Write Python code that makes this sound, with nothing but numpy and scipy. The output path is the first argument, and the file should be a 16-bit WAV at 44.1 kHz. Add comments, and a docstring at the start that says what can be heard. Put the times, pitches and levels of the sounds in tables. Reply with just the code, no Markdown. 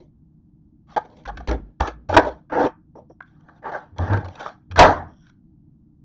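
"""Cutting a cabbage

A knife works through half a cabbage on a plastic board, heard from a microphone on the same counter.
Leaves tear in strokes and single cracks that ring the hollow head, and the counter rocks under the
push. Twice the blade bangs the board and overloads the recorder; when freed, it sings faintly.
A small kitchen hums and rings behind."""
import sys
import numpy as np
from scipy import signal
from scipy.io import wavfile
from scipy.ndimage import uniform_filter1d

SR = 44100
rng = np.random.default_rng(int(sys.argv[2]) if len(sys.argv) > 2 else 0)


def master(y):
    """Save y as 16-bit WAV."""
    cut = np.clip(np.atleast_2d(y).T, -1, 1)
    pcm = np.round(cut * 32767)  # scale
    wavfile.write(sys.argv[1], SR, pcm.astype(np.int16))


N = 266364


def amp(db):
    return 10 ** (np.asarray(db) / 20)


def unit_rms(x):
    return x / np.sqrt(np.mean(x ** 2) + 1e-20)


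def curve_at(points, hz):
    point_hz, value = np.transpose(points)
    return np.interp(np.log(hz + 1), np.log(point_hz + 1), value)


def add(mix, start, sound):
    part = mix[round(start * SR):][:len(sound)]
    part += sound[:len(part)]


def burst(size, length, t60, rise):
    """Envelope with a quick attack, held until `length` seconds, then dying away."""
    t = np.arange(size) / SR
    return np.minimum(t / rise, 1) * amp(-60 * np.maximum(t - length, 0) / t60)


def crackle(size, per_s, spread_db):
    """Random clicks of either sign, a few of them large."""
    chance, sign, strength = rng.random((size, 3)).T
    clicks = (chance < per_s / SR) * np.sign(sign - .5)
    return unit_rms(clicks * amp(-spread_db * np.log(strength + 0.09)))


def ring(x, hz, width_hz):
    """One damped mode with steep skirts and a pitch that may wander; white noise keeps its level."""
    carrier = np.exp(2j * np.pi * np.cumsum(hz * np.ones(len(x))) / SR)
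    pole = np.exp(-np.pi * width_hz / SR)
    baseband = signal.lfilter([1], np.poly([pole, pole]), x * carrier.conj())
    gain = np.sqrt(2 * (1 - pole ** 2) ** 3 / (1 + pole ** 2))
    return gain * (carrier * baseband).imag


def resonate(force, modes, pitch_hz=None, focus_db=0):
    """A force rings modes, most near its pitch; wet leaves damp them and they drift as layers give."""
    layer_s, drift_share, drift_db = .02, 0.055, 1.5  # time per leaf layer; pitch and level spread
    force = np.r_[force, np.zeros(SR // 50)]
    t = np.arange(len(force)) / SR
    layers = np.arange(0, len(force) / SR + layer_s, layer_s)
    sound = np.zeros(len(force))
    for hz, width_hz, db in modes:
        octaves_off = 0 if pitch_hz is None else np.log2(hz / pitch_hz)
        pitch_drift, level_drift = rng.standard_normal((2, len(layers)))
        level_db = db - focus_db * octaves_off ** 2 + np.interp(t, layers, drift_db * level_drift)
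        wandering_hz = hz * (1 + np.interp(t, layers, drift_share * pitch_drift))
        sound += ring(force * amp(level_db), wandering_hz, max(width_hz, hz / 6))
    return sound * np.linalg.norm(force) / np.linalg.norm(sound)


# The tone of the house rumble. Each row: frequency in Hz, relative level in dB.
RUMBLE_SPECTRUM = [(12, -44.5), (20, -12.5), (38, -2.5), (103, -4.5), (147, 1.5), (245, -5), (264, -28),
                   (300, -1), (388, -27.5), (514, -34), (857, -35), (925, -37.5), (2210, -59),
                   (9000, -62.5), (11700, -96), (19800, -120)]


def house_rumble():
    """A bed of low noise, with patches of its spectrum drifting up and down."""
    frames, hz = N // 512 + 5, np.fft.rfftfreq(2048, 1 / SR)
    real, imag, patches = rng.standard_normal((frames, 1025, 3)).T
    patches = unit_rms(uniform_filter1d(uniform_filter1d(patches, size=8, axis=0), size=8, axis=1))
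    spectrum = (real + 1j * imag) * amp(curve_at(RUMBLE_SPECTRUM, hz)[:, None] + 0.5 * patches)
    rumble = signal.istft(spectrum, nperseg=2048, noverlap=1536)[1][:N]
    return amp(-54) * unit_rms(rumble)


# The hum of the appliances. Each row: pitch in Hz, rms level in dB.
HUM_TONES = [(75.4, -65.5), (150.7, -62), (183.0, -78), (242.2, -66), (301.5, -71)]


def appliance_hum():
    """Wavering hums, each a narrow band of noise."""
    return sum(amp(db) * ring(rng.standard_normal(N), hz, width_hz=25) for hz, db in HUM_TONES)


# The decay of the room. Each row: frequency in Hz, time to fall 60 dB in seconds.
ROOM_DECAY = [(200, 0.1), (530, 0.087), (1390, 0.25), (3680, 0.12)]


def kitchen_reverb(x):
    """Sparse reflections of random sign, each band dying at its own speed."""
    taps = np.zeros(SR)
    slots = np.arange(300, SR - 20, 20)
    taps[slots + rng.integers(0, 20, len(slots))] = rng.choice([-1., 1.], len(slots))
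    hz, t, spectrum = signal.stft(taps, SR, nperseg=256)
    decay = amp(-60 * t / curve_at(ROOM_DECAY, hz)[:, None])
    tail = signal.istft(spectrum * decay, SR, nperseg=256)[1]
    return signal.fftconvolve(x, tail / np.linalg.norm(tail))[:N]


# The low end under each push. Each row: start, rise and fall in seconds, pitch in Hz, level in dB.
COUNTER_ROCKS = [(1.256, 0.016, 0.22, 49, -36), (1.37, 0.0084, 0.12, 62.4, -37),
                 (1.484, 0.0018, 0.14, 58.2, -20.5), (1.592, 0.014, 0.15, 48.2, -38),
                 (1.8, 0.0094, 0.051, 63.6, -19), (1.85, 0.0092, 0.26, 57.2, -39.5),
                 (2.089, 0.005, 0.19, 90.2, -28), (2.167, 0.0055, 0.25, 63, -34.5),
                 (3.908, 0.028, 0.047, 91.3, -43.5), (3.977, 0.039, 0.072, 88.7, -19.5),
                 (4.07, 0.066, 0.094, 99.7, -16.5), (4.226, 0.019, 0.097, 90, -31.5),
                 (4.696, 0.024, 0.4, 89.2, -31.5), (4.763, 0.035, 0.17, 86.4, -18.5),
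                 (4.863, 0.015, 0.29, 83.5, -34), (4.788, .01, 0.056, 42, -36)]


def counter_rocking():
    """The counter swings with a dull judder that travels through it into the microphone."""
    out = np.zeros(N)
    low_band = signal.butter(2, [25, 260], "bandpass", fs=SR, output="sos")
    judder = unit_rms(signal.sosfilt(low_band, rng.standard_normal(N)))
    for start, rise, fall, hz, db in COUNTER_ROCKS:
        t = np.arange(0, rise + fall, 1 / SR)
        swell = np.sin(np.pi / 2 * np.interp(t, [0, rise, rise + fall], [0, 1, 0]))
        swing = np.sqrt(2) * swell ** 2 * np.sin(2 * np.pi * hz * t)
        shake = amp(-11.5) * swell * judder[round(start * SR):][:len(t)]
        add(out, start, amp(db) * (swing + shake))
    return out


# Faint glints from the freed blade. Each row: start and length in seconds, level in dB,
# level of the lower tone against the upper in dB.
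BLADE_GLINTS = [(2.951, .04, -75, -15.5), (3.09, 0.035, -76, -15.5), (5.069, .23, -77, 0)]


def blade_singing():
    """Light rubbing excites two narrow tones of the steel."""
    out, size = np.zeros(N), SR // 3
    for start, length, db, lower_db in BLADE_GLINTS:
        envelope = burst(size, length, t60=.05, rise=0.0063)
        rub = amp(db) * crackle(size, per_s=1500, spread_db=5.6) * envelope
        add(out, start, amp(lower_db) * ring(rub, 3300, width_hz=440) + ring(rub, 5620, width_hz=440))
    return out


# The crisp top of blade and snapping fibres. Each row: pitch in Hz, width in Hz, relative level in dB.
BLADE_MODES = [(2270, 370, 0), (2600, 730, -1.5), (3300, 390, 2), (3830, 330, -0.5), (4305, 280, -4.5),
               (5700, 130, -3.5), (5300, 350, -25), (7000, 900, -8.5)]


def knife_contact(force, body_modes, crisp_db, pitch_hz=None, focus_db=0):
    """One force rings both the low body and the blade; crispness is the blade's level over the body."""
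    body = resonate(force, body_modes, pitch_hz, focus_db)
    return body + resonate(force * amp(crisp_db), BLADE_MODES)


# The ring of the plastic board. Each row: pitch in Hz, width in Hz, relative level in dB.
BOARD_MODES = [(153, 190, -4.5), (304.7, 42, -6.5), (463, 52, -8), (713.2, 220, 4), (908, 317, 4.5),
               (1142, 180, -6), (1563, 140, -4), (1727, 140, -10)]
# The blade hits the board. Each row: start in seconds, level in dB, rattle length in seconds,
# time to fall 60 dB in seconds, base crispness in dB.
BOARD_HITS = [(2.1646, 0, 0.014, 0.033, -28.5), (4.7899, 1, 0.014, 0.32, -18.5)]


def board_bangs():
    """The blow rattles the board on the counter; the treble dies first."""
    out, size = np.zeros(N), SR // 2
    t = np.arange(size) / SR
    treble_db = 11 * np.exp(-t / 0.012) - 43 * t
    for start, db, length, t60, crisp_db in BOARD_HITS:
        envelope = burst(size, length, t60, rise=.0006)
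        rattle = amp(db) * crackle(size, per_s=6000, spread_db=2.5) * envelope
        add(out, start, knife_contact(rattle, BOARD_MODES, crisp_db + treble_db))
    return out


def stroke_envelope_db(rise, hold, t60):
    """A stroke swells from 19 dB down, holds, then fades steadily."""
    t = np.arange(0, rise + hold + t60, 1 / SR)
    return -19 * np.maximum(1 - t / rise, 0) - 60 * np.maximum(t - rise - hold, 0) / t60


# The ring of the hollow cabbage head. Each row: pitch in Hz, width in Hz, relative level in dB.
CABBAGE_MODES = [(189, 150, -11.5), (333, 72, 1.5), (418, 130, -2.5), (516.1, 140, -0.5),
                 (614.3, 130, -1.5), (730, 120, -5), (837.7, 210, -0.5), (1164, 277, -3), (1384, 280, -2),
                 (1566, 150, -0.5), (1950, 130, -11), (2400, 260, -17)]
# Strokes of the knife. Each row: start, rise, hold and time to fall 60 dB in seconds, level in dB,
# pitch of the head in Hz, crispness in dB, focus as dB lost one octave off that pitch.
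KNIFE_STROKES = [(0.0, 0.002, 0.0026, 0.16, -46, 412, -20.5, 12),
                 (0.87, 0.031, 0.051, 0.022, -52, 1020, -9.5, 60),
                 (0.986, 0.0023, 0.025, 0.2, -52.5, 710, -14, 6),
                 (1.023, 0.015, 0.17, 0.18, -54.5, 534, -23, 9),
                 (1.262, .005, 0.12, 0.76, -55, 900, -22, -2),
                 (1.48, 0.0053, 0.046, 0.11, -27, 586, -26, 4.5),
                 (1.798, 0.0021, 0.083, 0.11, -29, 873, -20.5, 8),
                 (2.0875, 0.0018, 0.021, .1, -25, 694, -18.5, 8.5),
                 (2.125, 0.02, 0.008, 0.02, -16.5, 643, -16.5, 3.5),
                 (2.182, 0.0042, 0.0016, 0.097, -9, 650, -27.5, 29.5),
                 (2.207, 0.016, 0.046, 0.22, -25, 654, -27.5, 11),
                 (2.495, 0.0035, 0.016, 0.018, -39.5, 1200, -28, -0.5),
                 (2.516, 0.006, 0.08, 0.091, -19.5, 643, -34, 6),
                 (2.59, 0.025, 0.051, 0.069, -17.5, 572, -26.5, 8.5),
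                 (2.983, 0.0034, 0.0018, 0.15, -40.5, 642, -38, 48),
                 (3.237, 0.028, .02, 0.44, -68.5, 1402, -7, 11),
                 (3.309, 0.21, 0.057, 0.17, -58, 900, -20, 17),
                 (3.621, 0.038, 0.039, 0.05, -29.5, 870, -31, 13.5),
                 (3.707, 0.013, 0.029, 0.28, -29, 930, -26.5, 19),
                 (3.961, 0.042, 0.019, 0.78, -33.5, 837, -22, 19),
                 (4.011, .12, .01, .27, -24.5, 763, -27, 4),
                 (4.251, 0.082, 0.0064, 0.052, -52.5, 700, -9, 11.5),
                 (4.344, 0.055, 0.067, 0.2, -36.5, 937, -16, 11),
                 (4.762, 0.026, .002, 0.031, -12.5, 997, -13, 7.5),
                 (5.192, 0.078, 0.0051, 0.23, -64, 1485, -8, 17.5)]


def tearing_strokes():
    """The blade sticks and slips from leaf to leaf, tearing a dense stream of fibres."""
    brighten_db_per_s = 58.5  # the treble grows while the blade bears down
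    treble_holds = 0.061  # share of a swell or fade that the treble does not follow
    out = np.zeros(N)
    slips = unit_rms(uniform_filter1d(uniform_filter1d(rng.standard_normal(N), size=400), size=400))
    surge_db = 0.48 * np.tanh(slips)  # a harder slip is both louder and crisper
    fibres = crackle(N, per_s=4000, spread_db=4.2)
    for start, rise, hold, t60, db, hz, crisp_db, focus_db in KNIFE_STROKES:
        envelope_db = stroke_envelope_db(rise, hold, t60)
        span = slice(round(start * SR), round(start * SR) + len(envelope_db))
        tear = amp(db + envelope_db + surge_db[span]) * fibres[span]
        pressed_s = np.clip(np.arange(len(tear)) / SR - rise, 0, hold)
        treble_db = surge_db[span] - treble_holds * envelope_db + brighten_db_per_s * pressed_s
        add(out, start, knife_contact(tear, CABBAGE_MODES, crisp_db + treble_db, hz, focus_db))
    return out


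# Single cracks of thick leaves. Each row: start in seconds, level in dB, pitch in Hz,
# crispness in dB, length in seconds.
LEAF_CRACKS = [(0.9624, -15.5, 744, -24, 0.018), (0.975, -32.5, 810, -22, 0.014),
               (1.049, -44.5, 700, -16.5, 0.01), (1.1, -54, 690, -10.5, 0.003),
               (1.126, -54, 700, -17, 0.0037), (1.167, -58.5, 700, -1, 0.0074),
               (1.183, -64, 705, 1, 0.0075), (1.235, -62, 695, -3, 0.0054),
               (1.252, -37.5, 1670, -11.5, 0.014), (1.274, -32.5, 900, -14, 0.012),
               (1.286, -28.5, 904, -25, 0.015), (1.37, -36.5, 1350, -6, 0.0098),
               (1.4, -36, 840, -22, 0.0092), (1.473, -28, 552, -8, 0.0034), (1.481, -30.5, 582, -7, 0.014),
               (1.511, -19, 520, -10.5, 0.0022), (1.804, -12.5, 807, -18, 0.0054),
               (1.817, -26, 850, -17, 0.0097), (1.872, -29, 1350, -8, 0.0069),
               (1.878, -27.5, 657, -14, 0.0081), (2.094, -22, 852, -40, 0.0051),
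               (2.127, -11.5, 792, -33, 0.0015), (2.196, -8.5, 656, -21, 0.0018),
               (2.249, -37, 560, -11.5, 0.012), (2.272, -28, 560, -22.5, 0.02),
               (2.952, -43, 557, -43, 0.034), (3.098, -43, 453, -50, 0.015),
               (3.204, -32, 1550, -52, 0.0037), (3.205, -43.5, 2400, -44.5, 0.0037),
               (3.222, -52.5, 1608, -10.5, 0.0048), (3.405, -67, 1602, -2, 0.0045),
               (3.483, -47, 1055, -25.5, 0.013), (3.75, -29, 800, -39, 0.006),
               (3.759, -25, 800, -34, 0.0033), (3.982, -39, 870, 4, 0.0019),
               (3.988, -25.5, 750, -51, 0.007), (4.131, -18, 595, -20.5, 0.0029),
               (4.171, -45, 690, 1.5, 0.0047), (4.244, -37.5, 924, -13.5, 0.017),
               (4.282, -34.5, 627, -13.5, 0.0051), (4.352, -42.5, 787, -3.5, 0.0054),
               (4.394, -36.5, 690, -8.5, 0.02), (4.459, -24, 953, -24, 0.0045),
               (4.487, -39, 898, -12, 0.007), (4.711, -42, 1297, -2, 0.011),
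               (4.759, -18, 1480, -16, 0.0024), (5.266, -51.5, 1501, -7.5, .0028),
               (5.293, -57, 1740, -4.5, 0.0066)]


def leaf_cracks():
    """A short clump of fibres snaps and rings the head."""
    out, size = np.zeros(N), 1600
    for start, db, hz, crisp_db, length in LEAF_CRACKS:
        envelope = burst(size, length, t60=0.011, rise=0.0012)
        clump = unit_rms(crackle(size, per_s=6000, spread_db=6) * envelope)
        snap = amp(db) * clump * np.sqrt(np.mean(envelope ** 2))
        focus_db = 15 + 151.5 * length  # a longer crack rings more narrowly around its pitch
        add(out, start, knife_contact(snap, CABBAGE_MODES, crisp_db, hz, focus_db))
    return out


def scene():
    """Close knife work with a touch of room, over the counter's low end and the room tone, in mono."""
    knife = tearing_strokes() + leaf_cracks() + board_bangs() + blade_singing()
    room = amp(-15.5) * kitchen_reverb(knife)
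    return (knife + room + counter_rocking() + house_rumble() + appliance_hum())[None]


def record(dry):
    """The microphone rolls off steeply; loud blows hit a firm ceiling and splash up to the band limit."""
    ceiling, knee, band_limit_hz = .72, 6., 8900
    heard = signal.sosfilt(signal.cheby2(8, 40, 8100, fs=SR, output="sos"), dry)
    clipped = heard / (1 + abs(heard / ceiling) ** knee) ** (1 / knee)
    softened = signal.sosfilt(signal.butter(6, 7500, fs=SR, output="sos"), clipped)
    band_limit = signal.firwin(255, band_limit_hz, window=("kaiser", 9), fs=SR)
    hiss = amp(-103) * rng.standard_normal(dry.shape)
    return signal.oaconvolve(softened, band_limit[None], "same") + hiss


dry = scene()
out = record(dry)
master(out)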